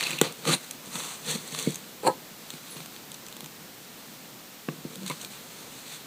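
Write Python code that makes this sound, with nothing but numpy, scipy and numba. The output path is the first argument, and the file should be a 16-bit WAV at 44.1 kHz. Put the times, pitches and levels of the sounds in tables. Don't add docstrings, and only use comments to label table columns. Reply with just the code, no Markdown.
import sys
import numpy as np
from scipy import signal
from scipy.fft import rfft, irfft
from scipy.io import wavfile
from scipy.ndimage import uniform_filter1d
from numba import njit

SR = 44100
rng = np.random.default_rng(int(sys.argv[2]) if len(sys.argv) > 2 else 0)


def ratio_of_db(decibels):
    return 10 ** (np.asarray(decibels, float) / 20)


def unload_audio(sound):
    columns = np.transpose(np.atleast_2d(sound))
    steps = np.round(np.clip(columns, -1, 1) * 32767)
    wavfile.write(sys.argv[1], SR, steps.astype(np.int16))


N = 267334

# f/Hz, width/Hz, level/dB
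EDGE = [(3540, 360, -5), (3886, 1150, -11), (4140, 640, -2.5)]
GRIT = [(6160, 940, -1), (7800, 2100, -1.5), (9000, 3900, -16), (13500, 4100, -37)]
BLADE = [(820, 350, -5), (1200, 690, 3.5), (2050, 960, -20), (2550, 1170, 6)]
TOWEL = [(462, 80, 3.5), (780, 600, -10.5)]
# f/Hz, level/dB, t60/s
TABLE = [(161.3, -8, 0.16), (216, -2, 0.038), (268, 4, 0.017), (345, -12.5, 0.1), (449.4, -6, 0.062),
         (500, -11, 0.061)]


def rub():
    grains = slips(rough_db=2, patchy_db=1.5, rate=180)
    edge, grit, blade = (level(humps(grains * ratio_of_db(1.16 * walk(120)), part), 0) for part in (EDGE, GRIT, BLADE))
    jolts = slips(rough_db=3.5, patchy_db=3.5, rate=66)
    table = level(ring(jolts, TABLE), 0)
    towel = level(humps(jolts, TOWEL), 0)
    on_edge, on_grit, on_blade, on_towel, on_table, flex_hz = strokes()
    body = 0.71 * blade + level(sweep(grains, flex_hz, 0.37), -14.0)
    return on_edge * edge + on_grit * grit + on_blade * body + on_towel * towel + on_table * table


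# t/s of the peak, edge level/dB, rise/s, fall/s, push on the table/dB re edge
SCRAPE = [
    (.02, -35.5, 0.19, 0.31, -7),
    (.14, -43, 0.15, 0.053, 5.5),
]
SKID = [
    (.242, -35, 0.033, 0.084, 8.3),
]
DRAG = [
    (.485, -30.5, 0.042, 0.088, 7),
    (.54, -28, 0.097, 0.02, -0.5),
]
WIPE = [
    (.874, -55, 0.044, .05, 11),
    (.958, -41.5, 0.056, 0.067, 0),
    (.99, -43, 0.11, 0.33, -8),
    (1.084, -48.5, 0.34, 0.27, -17),
]
FLICK = [
    (1.3, -32, 0.071, 0.13, -8),
    (1.36, -38.5, 0.12, 0.021, 5),
    (1.556, -41.5, 0.24, 0.091, -6),
    (1.6, -38, 0.11, 0.22, -6),
    (1.69, -44, 0.19, .12, 4.5),
]
PULL = [
    (5.082, -39.5, 0.037, 0.054, -18),
    (5.936, -44, 0.21, 0.12, -12),
]
HANDLING = [(.4, -54, .08, 0.11, 6), (.64, -50, 0.14, 0.17, -7), (.74, -59, .04, 0.11, 9),
            (1.86, -57, 0.19, 0.48, 6), (2.56, -54.5, .5, 0.2, 1.5), (2.72, -51, .2, 0.12, -13),
            (2.775, -49, .03, 0.16, 5.5), (2.95, -56, .1, 0.18, -3), (3.3, -63, .6, 1.6, 8),
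            (4.2, -60, .8, 0.45, 6.5), (4.72, -59.5, 0.14, .2, 11), (4.93, -54, 0.21, 0.14, 8),
            (5.03, -55, 0.11, .1, 12), (5.12, -48, 0.032, 0.18, 1), (5.242, -48.5, 0.11, .08, -.5),
            (5.32, -50, .04, 0.22, -7), (5.6, -53, 0.58, 0.13, -2), (5.75, -51.5, 0.35, .3, -1),
            (6.05, -63, 0.068, .04, 8)]
# strokes, then grit, blade and towel level/dB re edge, blade resonance f/Hz
GRIPS = [
    (SCRAPE, -5, 2.3, -14, 2300),
    (SKID, -11, 4.6, 4.6, 750),
    (DRAG, -1.5, 3, -5, 1470),
    (WIPE, 4.7, 4.2, -8.5, 1200),
    (FLICK, .3, -5.5, -7.5, 2300),
    (PULL, -1, -4, -17, 2200),
    (HANDLING, 0.99, 0.57, -6, 1500),
]


def strokes():
    drop_db, roundness = 22, 1.245
    t = np.arange(0, N / SR, .001)
    total = 1e-12
    for rows, grit_db, blade_db, towel_db, flex_hz in GRIPS:
        for s, db, rise, fall, push_db in rows:
            away = np.abs(t - s) / np.where(t < s, rise, fall)
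            power = ratio_of_db(db - drop_db * away ** roundness) ** 2
            shares = ratio_of_db(np.array([grit_db, blade_db, towel_db, push_db])) ** 2
            total = total + np.outer([1, *shares, flex_hz], power)
    flex = np.maximum(total[-1] / total[0], 500)
    return [np.interp(np.arange(N) / SR, t, row) for row in [*np.sqrt(total[:-1]), flex]]


# t/s, peak level/dB, f/Hz, body level/dB re peak
CHATTER = [(.0084, -16.5, 3800, 1.5), (.0273, -25, 4230, 6), (.0374, -19, 4130, -10), (.0594, -32, 4140, 5),
           (.07, -18, 4070, -9), (.107, -15.5, 3540, -14), (.114, -20, 3890, -3), (.1324, -29, 3840, -4),
           (.1876, -21, 3400, -6)]
CATCHES = [(.2132, -7, 3450, -21), (.2141, -9.5, 8600, -22), (.3232, -27, 7900, -22),
           (.4527, -32.5, 4290, 11.5), (.7097, -17.5, 8500, -32), (.7956, -36, 4290, -17),
           (.8585, -33, 7930, -17), (.9551, -31, 7450, 9.5), (1.476, -27, 7730, -20),
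           (1.5474, -22, 4190, -1.5), (1.5882, -15.5, 4000, -13), (1.597, -21, 6610, -19),
           (1.6252, -21, 6540, -27), (1.706, -25, 7240, -21), (1.7203, -32, 4260, -20),
           (1.7443, -22, 6340, -23), (1.7567, -20.5, 6640, -25)]
NAILS = [(2.5036, -20, 3400, -9), (2.5377, -33, 3620, -2), (2.7672, -34, 4330, 3), (2.8037, -35, 3140, 5),
         (2.8594, -30.5, 8890, 2), (2.963, -36.5, 3340, 7), (3.1171, -25.5, 3940, -23),
         (3.1428, -25.5, 6510, -23), (3.1464, -28.5, 3770, -20), (3.2648, -27, 6550, -16),
         (3.2844, -29, 6670, -11), (3.3253, -28, 3880, -20), (3.3664, -29.5, 3890, -9),
         (3.406, -26.5, 3990, -8), (3.4433, -28, 3290, -14), (3.4597, -27, 6520, -9)]
CRACKLE = [(4.956, -25, 4400, -24), (5.032, -32, 4070, -14), (5.063, -21.5, 3920, -21),
           (5.0779, -23, 4230, -21), (5.0985, -19.5, 4160, -16), (5.114, -32.5, 4060, 10),
           (5.213, -25, 4200, -17), (5.2165, -24.5, 6450, -18), (5.231, -31, 6500, -14),
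           (5.2474, -21.5, 4470, -24)]
# events, body f/Hz, rise/ms
TICKERS = [
    (CHATTER, 2500, 0.45),
    (CATCHES, 1130, 0.95),
    (NAILS, 910, 0.72),
    (CRACKLE, 2700, 0.8),
]


def ticks():
    out = np.zeros(N)
    for events, body_hz, ms in TICKERS:
        for (s, db, hz, body_db), noise in zip(events, rng.standard_normal((len(events), 1000))):
            crack = burst(noise, ms)
            add(out, s, humps(crack, EDGE + GRIT + [(hz, 1100, 4), (13000, 5000, -10)]), db)
            add(out, s, humps(crack, BLADE + [(body_hz, 400, 8)]), db + body_db + 0.5)
    return out


# t/s, peak level/dB, f/Hz, length/ms
SQUEAKS = [(.006, -31, 2500, 2.4), (.026, -21, 2650, 3), (.036, -19, 4170, 2.3), (.050, -26, 4100, 5),
           (.060, -19, 2660, 3.4), (0.104, -26, 2590, 3.6), (0.129, -21.5, 2550, 2.3),
           (0.179, -22.5, 2640, 5.9), (.463, -33, 1300, 3.4), (.474, -23, 3900, 5), (.491, -17.5, 1200, 2),
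           (.496, -21, 4200, 3), (0.528, -14.5, 3970, 4.8), (.524, -16.5, 9000, 6.1),
           (.544, -15.5, 9100, 2.2), (1.66, -30, 2190, 4.8), (2.066, -9.5, 876, 3.4),
           (2.081, -13, 985, 2.6), (2.7, -30, 10300, 16), (4.70, -42, 164, 8.1), (4.955, -38.5, 184, 9.1),
           (5.006, -33, 187, 10)]


def squeaks():
    out = np.zeros(N)
    for (s, db, hz, ms), noise in zip(SQUEAKS, rng.standard_normal((len(SQUEAKS), 3000))):
        peak = [(hz, 0.13 * hz, 0)]
        once = humps(burst(noise, ms), peak)
        add(out, s, humps(once, peak), db - 3)
    return out


# t/s, peak level/dB, contact/ms
THUMPS = [(0.212, -17, 2.3), (0.227, -34, 2), (0.954, -28, 2.6), (1.523, -31.5, 3.2), (1.655, -39, 2.6),
          (1.672, -7, 2.16), (2.537, -29.5, 2.7), (2.762, -28.5, 0.87), (2.798, -40, 1.2),
          (2.859, -38, 1.6), (3.429, -31, 1.3), (4.685, -14.5, 1.17), (4.783, -32, 2.2), (4.85, -20, 2),
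          (4.961, -36, 2.4), (5.013, -39, 2.6), (5.034, -40, 3.8), (5.099, -24, 1.2), (5.106, -23.5, 1.65)]


def thumps(events, body):
    out = np.zeros(N)
    t = np.arange(7000) / SR
    for (s, db, ms), mix in zip(events, rng.standard_normal((len(events), len(body)))):
        push = np.sin(np.pi * np.clip(t / (ms * .001), 0, 1)) ** 2
        modes = [(hz * (1 + 0.0044 * m), d + 3.0 * m, t60) for (hz, d, t60), m in zip(body, mix)]
        add(out, s, ring(push, modes), db)
    return out


# t/s, peak level/dB
TAP = [
    (0.2132, -2),
]
PRESS = [
    (4.687, -21.5),
]
PEEL = [
    (5.099, -26),
    (5.108, -23),
    (5.116, -33),
]
# f/Hz, level/dB, t60/s
PLATE = [(475, 7, 0.014), (760, -1, 0.031), (1140, -4, 0.015), (1432, -13, 0.037), (2010, -7, 0.014),
         (2500, -14, 0.016), (3500, -6, 0.011), (6130, -0.5, 0.0095)]
PRESS_MODES = [(660, -3, 0.011), (1120, -5, 0.019), (1690, -6, 0.0069), (2550, 1.5, 0.0083),
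               (3700, -5, 0.007)]
PEEL_MODES = [(1096, 4, 0.024), (1025, -10, 0.038), (2210, -3, 0.023), (2650, -7, .025), (530, -5, 0.026)]


def contacts():
    return knocks(TAP, PLATE, 0.94) + knocks(PRESS, PRESS_MODES, 0.5) + knocks(PEEL, PEEL_MODES, 1.75)


def knocks(events, modes, ms):
    out = np.zeros(N)
    for (s, db), noise in zip(events, rng.standard_normal((len(events), 4000))):
        add(out, s, ring(burst(noise, ms), modes), db)
    return out


# t/s, hollow level/dB, rim hiss level/dB re hollow
LIFT = [
    (2.02, -54, -4),
    (2.034, -29, -18),
    (2.076, -12.5, -12),
    (2.088, -12.5, -25),
    (2.12, -56, -27),
]
# t/s, peak level/dB, contact/ms
RATTLE = [
    (2.034, -23.5, .8),
    (2.05, -17, 0.89),
    (2.06, -17, 1),
    (2.068, -11, 0.48),
    (2.075, -13, 0.37),
    (2.083, -8, 0.96),
    (2.099, -16.5, 0.56),
]
# f/Hz, level/dB, t60/s
STAMP = [(203, -24, 0.074), (333, -26, 0.063), (460, -10, 0.08), (517, -9, 0.081), (530, -5, 0.063),
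         (666, -18, .08), (850, -6, 0.08), (985, -6.5, 0.069), (1265, -13, 0.058), (1590, -10.5, 0.035)]


def stamp():
    fade, (hollow_db, rim_db) = curve(LIFT)
    grains = slips(rough_db=0.5, patchy_db=2.0, rate=140)
    hollow = ratio_of_db(-33) * ring(grains * fade * ratio_of_db(hollow_db), STAMP)
    rim = humps(grains, [(1600, 700, -9), (2500, 1100, 6.5), (4290, 470, 9.5), (7900, 1200, 8.0), (9700, 500, 0)])
    return thumps(RATTLE, STAMP) + hollow + fade * ratio_of_db(hollow_db + rim_db) * level(rim, -1.06)


# f/Hz, level/dB per Hz
ROOM = [(25, -18.5), (60, -15.5), (95, -12.5), (125, -1.5), (230, 2.5), (400, -3), (700, -5.5), (1500, -8),
        (2800, -9), (4200, -8.5), (5200, -10.5), (8000, -12), (10300, -16.5), (13500, -11)]


def room():
    hz, db = np.transpose(ROOM)
    f = np.maximum(np.fft.rfftfreq(N, 1 / SR), 1)
    colour = rfft(rng.standard_normal(N)) * ratio_of_db(np.interp(np.log(f), np.log(hz), db))
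    low = 1 / (1 + (f / 500) ** 2)
    murmur = irfft(colour * low, N) * ratio_of_db(2.1 * walk(5.87))
    hiss = irfft(colour * (1 - low), N) * ratio_of_db(0.43 * walk(3.4))
    return level(murmur + hiss, -45)


def slips(rough_db, patchy_db, rate):
    size = ratio_of_db(rough_db * np.minimum(rng.exponential(size=N), 4) + patchy_db * walk(rate))
    return level(size * rng.standard_normal(N), 0)


def walk(rate):
    k = int(SR / rate)
    return uniform_filter1d(np.repeat(rng.standard_normal(N // k + 1), k), k)[:N]


def burst(noise, ms):
    t = np.arange(len(noise)) / SR / (ms * .001)
    return noise * t * np.exp(-t)


def ring(x, modes):
    out = 0
    for hz, db, t60 in modes:
        r = np.exp(-np.log(1000) / (t60 * SR))
        turn = 2 * np.pi * hz / SR
        out = out + ratio_of_db(db) * signal.lfilter([0, r * np.sin(turn)], [1, -2 * r * np.cos(turn), r * r], x + 1e-18)
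    return out


def humps(x, peaks):
    return sum(ratio_of_db(db) * signal.lfilter(*signal.iirpeak(hz, hz / width, SR), x) for hz, width, db in peaks)


@njit
def sweep(x, hz, share):
    y, band, low = np.empty(len(x)), 0., 0.
    for i in range(len(x)):
        g = np.tan(np.pi * hz[i] / SR)
        v = (band + g * (x[i] - low)) / (1 + g * (g + share))
        band, low, y[i] = 2 * v - band, low + 2 * g * v, share * v
    return y


def curve(rows):
    s, *columns = np.transpose(rows)
    t = np.arange(N) / SR
    fade = np.clip(np.minimum(t - s[0], s[-1] - t) / .008, 0, 1)
    return fade, [np.interp(t, s, c) for c in columns]


def level(x, db):
    return x * ratio_of_db(db) / np.sqrt(np.mean(x ** 2))


def add(out, s, sound, peak_db):
    start = int(s * SR)
    out[start:start + len(sound)] += (sound * ratio_of_db(peak_db) / np.abs(sound).max())[:N - start]


# f/Hz, width/Hz, depth 0-1
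DIPS = [(5110, 880, 0.83), (11200, 4600, 0.36)]


def scene():
    near = rub() + squeaks() + thumps(THUMPS, TABLE) + contacts() + stamp()
    near = signal.sosfilt(signal.butter(6, 149, "high", fs=SR, output="sos"), near)
    dull = signal.sosfiltfilt(signal.butter(4, 10300, fs=SR, output="sos"), near)
    near = dull + 0.67 * (near - dull) + ticks()
    for hz, width, depth in DIPS:
        near = near - depth * signal.lfilter(*signal.iirpeak(hz, hz / width, SR), near)
    t = np.arange(8000) / SR
    tail = level(rng.standard_normal(len(t)) * np.exp(-t / 0.026) * (t > .003), -52.0)
    mono = near + signal.fftconvolve(near, tail)[:N] + room()
    return np.array([mono, mono])


def roll_off(x):
    return signal.sosfilt(signal.butter(12, 16500, fs=SR, output="sos"), x)


def record(dry):
    limited = np.clip(dry, -.97, .97)
    mix = signal.sosfilt(signal.ellip(8, .2, 55, 15350, fs=SR, output="sos"), limited)
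    return roll_off(mix)


dry = scene()
out = record(dry)
unload_audio(out)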